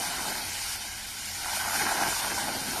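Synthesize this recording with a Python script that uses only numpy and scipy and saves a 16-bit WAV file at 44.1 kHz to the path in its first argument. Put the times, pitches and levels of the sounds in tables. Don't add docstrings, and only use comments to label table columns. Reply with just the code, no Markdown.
import sys
import numpy as np
from scipy import signal
from scipy.io import wavfile
from scipy.ndimage import uniform_filter1d

SR = 44100
rng = np.random.default_rng(int(sys.argv[2]) if len(sys.argv) > 2 else 0)


def waveform_to_disk(signal):
    frames = np.transpose(np.atleast_2d(signal))
    scaled = np.clip(frames, -1, 1) * 32767
    samples = np.round(scaled).astype(np.int16)
    wavfile.write(sys.argv[1], SR, samples)


def nominal_scale(level):
    x = np.asarray(level, float) / 20
    return 10 ** x


N = 123479

# time in seconds, level in dB, brightness in dB per octave.
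SPRAY_CURVE = [(0, -32, 0), (.12, -34.5, -1.2), (.3, -33, 1.6), (.55, -35.5, -0.5), (.62, -34.5, 0.5),
               (.73, -33.5, 0.6), (.78, -37.5, -0.1), (1.0, -39, -0.54), (1.25, -37.5, -0.1),
               (1.42, -36, -0.3), (1.56, -30.5, 0), (1.66, -34, 1.5), (1.78, -29.5, 2), (1.95, -32.5, 0.2),
               (2.15, -31, 1.4), (2.3, -32.5, 1.5), (2.5, -34.5, -0.5), (2.8, -34, 2)]
# frequency in Hz, level in dB.
SPRAY_COLOUR = [(300, -20.5), (800, -6.5), (1500, -5), (2500, 4.5), (5000, 3), (7500, 3.5), (10000, 0),
                (14000, -8.5)]
# time in seconds, level in dB, tilt in dB per octave.
SPLATTER_CURVE = [(0, -40, -2.5), (.12, -38.5, -2), (.35, -37, -1.5), (.55, -53.5, 0.5), (.8, -48.5, -1.5),
                  (1.1, -55.5, -2), (1.38, -51, 1), (1.45, -36.5, -3.5), (1.6, -38.5, 0), (1.72, -35.5, 1),
                  (1.8, -35, 3.5), (1.9, -35, 0.5), (2.02, -28.5, -4), (2.12, -36, 0), (2.24, -38, 1.5),
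                  (2.45, -32.5, -5), (2.65, -50, 0.5), (2.8, -35.5, -4)]
# time in seconds, level in dB.
SLOSH_CURVE = [(0.0, -36.5), (0.03, -47.5), (0.3, -45.5), (0.61, -55), (1.28, -59.5), (1.73, -46.5),
               (1.82, -40), (1.91, -41), (2.07, -39.5), (2.15, -50), (2.34, -40), (2.36, -46), (2.52, -38),
               (2.53, -39.5), (2.66, -42.5), (2.8, -40)]
# frequency in Hz, width in Hz, level in dB.
HUM_LINES = [
    (45, 20, -59),
    (90, 11, -56.5),
    (212, 8, -60),
]
# frequency in Hz, width in Hz, gain in dB.
HOUSING = [(483, 178, -6), (839, 314, 7), (1210, 105.5, -9), (1554, 325, 9.5), (1735, 64, -11),
           (2730, 108, -15), (3383, 122, -17), (3920, 240, -4.5), (6090, 220, 0.5), (6450, 230, -5),
           (7670, 870, -8), (9050, 1000, 1), (10310, 490, -1)]
# frequency in Hz, step size in dB.
GRAIN_STEP = [(0, -18), (600, -14), (1300, -3), (2600, 3.5), (8000, 3.5), (14000, 4.5)]

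SPRAY_TRIM_DB, SPRAY_SURGE_DB, SPRAY_PATCH_DB, SPRAY_SURGE_HZ = 2, 0.5, 0.96, 15.5
DROPS_PER_S, DROP_SPREAD_DB, DROP_SHARE = 9000, 4, 0.32
GOUTS_PER_S, GOUT_SPREAD_DB, GOUT_CYCLES, GOUT_CLUMP_DB, GOUT_CLUMP_HZ = 1400, 3.8, 8.0, 3.0, 30
GOUT_LOW_HZ, GOUT_HIGH_HZ, GOUT_TRIM_DB, GOUT_WASH = 640, 2430, -1.5, 0.64
SLOSH_PER_S, SLOSH_CYCLES, SLOSH_LOW_HZ, SLOSH_HIGH_HZ = 400, 1.97, 184, 454
SLOSH_TRIM_DB, SLOSH_CLUMP_DB = 2, 3.0
RUMBLE_DB, RUMBLE_LOW_HZ, RUMBLE_HIGH_HZ = -54, 16, 128.7
FAN_START_S, FAN_SWELL_S, FAN_STOP_S, FAN_FALL_S = 0.57, 0.07, 0.74, 0.027
FAN_DB, FAN_LOW_HZ, FAN_HIGH_HZ = -38, 4430, 6870
SWAY_HZ, SWAY_SHIFT, SWAY_DEPTH = 9.0, 1.3, 0.3
TOP_HZ, TOP_DIP_HZ, TOP_DIP_RATE_HZ = 13960, 330, 14
GRAIN_JITTER_DB, MASK_HZ, ROUND_UP = 2.3, 1600, 0.4


def rms_one(x):
    return x / np.sqrt(np.mean(x ** 2) + 1e-20)


def level(rows, column=1):
    columns = np.transpose(rows)
    return np.interp(np.arange(N) / SR, columns[0], columns[column])


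def drift(rate_hz):
    r = np.exp(-40 * np.pi * rate_hz / SR)
    noise = rng.standard_normal(N // 20 + 2002)
    slow = signal.lfilter([1], [1, -2 * r, r * r], noise)[2000:]
    return np.interp(np.arange(N) / 20, np.arange(len(slow)), rms_one(slow))


def band(x, low_hz, high_hz):
    return signal.sosfilt(signal.butter(2, [low_hz, high_hz], "band", fs=SR, output="sos"), x)


def ring(x, hz, width_hz):
    r = np.exp(-np.pi * width_hz / SR)
    poles = [1, -2 * r * np.cos(2 * np.pi * hz / SR), r * r]
    return signal.lfilter([(1 - r * r) / 2, 0, (r * r - 1) / 2], poles, x)


def impacts(per_s, spread_db, clump_db):
    sizes = nominal_scale(spread_db * np.minimum(rng.exponential(1, N), 5))
    sizes = sizes * rng.choice([-1, 1], N)
    return sizes * (rng.random(N) < per_s * nominal_scale(clump_db) / SR) + 1e-18


def plops(clicks, low_hz, high_hz, cycles, tilt_db, wash):
    pitch_index = rng.integers(0, 16, N)
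    hits = rms_one(clicks)
    out = 0
    for k, hz in enumerate(np.geomspace(low_hz, high_hz, num=16)):
        drive = hits * (pitch_index == k) + wash / 4 * rng.standard_normal(N)
        gain = nominal_scale(tilt_db * np.log2(hz / low_hz)) / np.sqrt(hz)
        out = out + gain * ring(drive, hz, 1.72 * hz / cycles)
    return rms_one(out)


def spray():
    surge_db = SPRAY_SURGE_DB * drift(SPRAY_SURGE_HZ)
    drops = rms_one(impacts(DROPS_PER_S, DROP_SPREAD_DB, 0))
    hiss = rng.standard_normal((2, N))
    beds = np.sqrt(1 - DROP_SHARE) * hiss + np.sqrt(DROP_SHARE) * drops
    colour_hz, colour = np.transpose(SPRAY_COLOUR)
    brightness = level(SPRAY_CURVE, column=2)
    edges = 250 * 2 ** (np.arange(19) / 3)
    out = 0
    for k, (low, high) in enumerate(zip(edges, edges[1:])):
        band_db = np.interp(np.log(low * high) / 2, np.log(colour_hz), colour)
        band_db = band_db + brightness * np.log2(low / 6000)
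        patch_db = SPRAY_PATCH_DB * drift(17)
        out = out + nominal_scale(band_db + surge_db + patch_db) * band(beds[k % 2], low, high)
    return nominal_scale(level(SPRAY_CURVE) + SPRAY_TRIM_DB) * rms_one(out)


def splatter():
    clump_db = GOUT_CLUMP_DB * drift(GOUT_CLUMP_HZ)
    hits = impacts(GOUTS_PER_S, GOUT_SPREAD_DB, clump_db)
    tilt_db = level(SPLATTER_CURVE, column=2)
    slaps = plops(hits, GOUT_LOW_HZ, GOUT_HIGH_HZ, GOUT_CYCLES, tilt_db, GOUT_WASH)
    return nominal_scale(level(SPLATTER_CURVE) + GOUT_TRIM_DB) * band(slaps, 0.8 * GOUT_LOW_HZ, 6000)


def slosh():
    hits = impacts(SLOSH_PER_S, 3.1, SLOSH_CLUMP_DB * drift(5))
    gulps = plops(hits, SLOSH_LOW_HZ, SLOSH_HIGH_HZ, SLOSH_CYCLES, tilt_db=-0.1, wash=0.98)
    return nominal_scale(level(SLOSH_CURVE) + SLOSH_TRIM_DB) * gulps


def pump():
    noise = rng.standard_normal((len(HUM_LINES) + 1, N + SR))
    rumble = band(noise[-1], RUMBLE_LOW_HZ, RUMBLE_HIGH_HZ)[SR:]
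    out = nominal_scale(RUMBLE_DB) * rms_one(rumble)
    for source, (hz, width_hz, db) in zip(noise, HUM_LINES):
        hum = ring(ring(source, hz, width_hz), hz, width_hz)[SR:]
        out = out + nominal_scale(db) * rms_one(hum)
    return out


def fan():
    times = [FAN_START_S, FAN_START_S + FAN_SWELL_S, FAN_STOP_S, FAN_STOP_S + FAN_FALL_S]
    shape = np.interp(np.arange(N) / SR, times, [0, 1, 1, 0])
    drops = impacts(DROPS_PER_S * 2, DROP_SPREAD_DB, 0)
    return nominal_scale(FAN_DB) * shape * rms_one(band(drops, FAN_LOW_HZ, FAN_HIGH_HZ))


def scene():
    return (spray() + splatter() + slosh() + pump() + fan())[None]


def housing(x):
    hz, s, z = signal.stft(x, SR, nperseg=2048, noverlap=1536)
    at = np.minimum((s * SR).astype(int), N - 1)
    hz = hz[:, None]
    for centre_hz, width_hz, db in HOUSING:
        centre = centre_hz + SWAY_SHIFT * np.sqrt(centre_hz) * drift(SWAY_HZ)[at]
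        depth_db = db * np.exp(SWAY_DEPTH * (db < 0) * drift(SWAY_HZ)[at])
        z = z * nominal_scale(depth_db / (1 + (2 * (hz - centre) / width_hz) ** 2))
    return signal.istft(z, SR, nperseg=2048, noverlap=1536)[1][:N]


def thin_partials(x):
    m = 1024
    n, k = np.arange(2 * m), np.arange(m)
    hz = k * SR / (2 * m)
    window = np.sin(np.pi * (n + 0.5) / (2 * m))[:, None]
    basis = window * np.cos(np.pi / m * np.outer(n + 0.5 + m / 2, k + 0.5)) * np.sqrt(2 / m)
    padded = np.pad(x, (m, 2 * m - N % m))
    starts = np.arange(0, len(padded) - 2 * m + 1, m)
    lines = padded[starts[:, None] + n] @ basis

    nearby = uniform_filter1d(lines ** 2, size=int(MASK_HZ * 2 * m / SR), axis=1)
    nearby = uniform_filter1d(nearby, size=3, axis=0)
    jitter = rng.standard_normal((len(starts), m // 8))
    jitter_db = GRAIN_JITTER_DB * np.repeat(jitter, 8, axis=1)
    step = nominal_scale(np.interp(hz, *np.transpose(GRAIN_STEP)) + jitter_db) * np.sqrt(nearby + 1e-14)
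    lines = np.sign(lines) * np.floor(abs(lines) / step + ROUND_UP) * step

    dips = np.maximum(drift(TOP_DIP_RATE_HZ)[np.minimum(starts, N - 1)], 0)
    top_hz = TOP_HZ - TOP_DIP_HZ * dips
    lines = lines * (hz < top_hz[:, None])
    out = np.zeros(len(padded))
    np.add.at(out, starts[:, None] + n, lines @ basis.T)
    return out[m:m + N]


def roll_off(x):
    return signal.sosfilt(signal.butter(12, 14580, fs=SR, output="sos"), x)


def record(dry):
    mix = thin_partials(housing(dry[0]))[None]
    return roll_off(mix)


dry = scene()
out = record(dry)
waveform_to_disk(out)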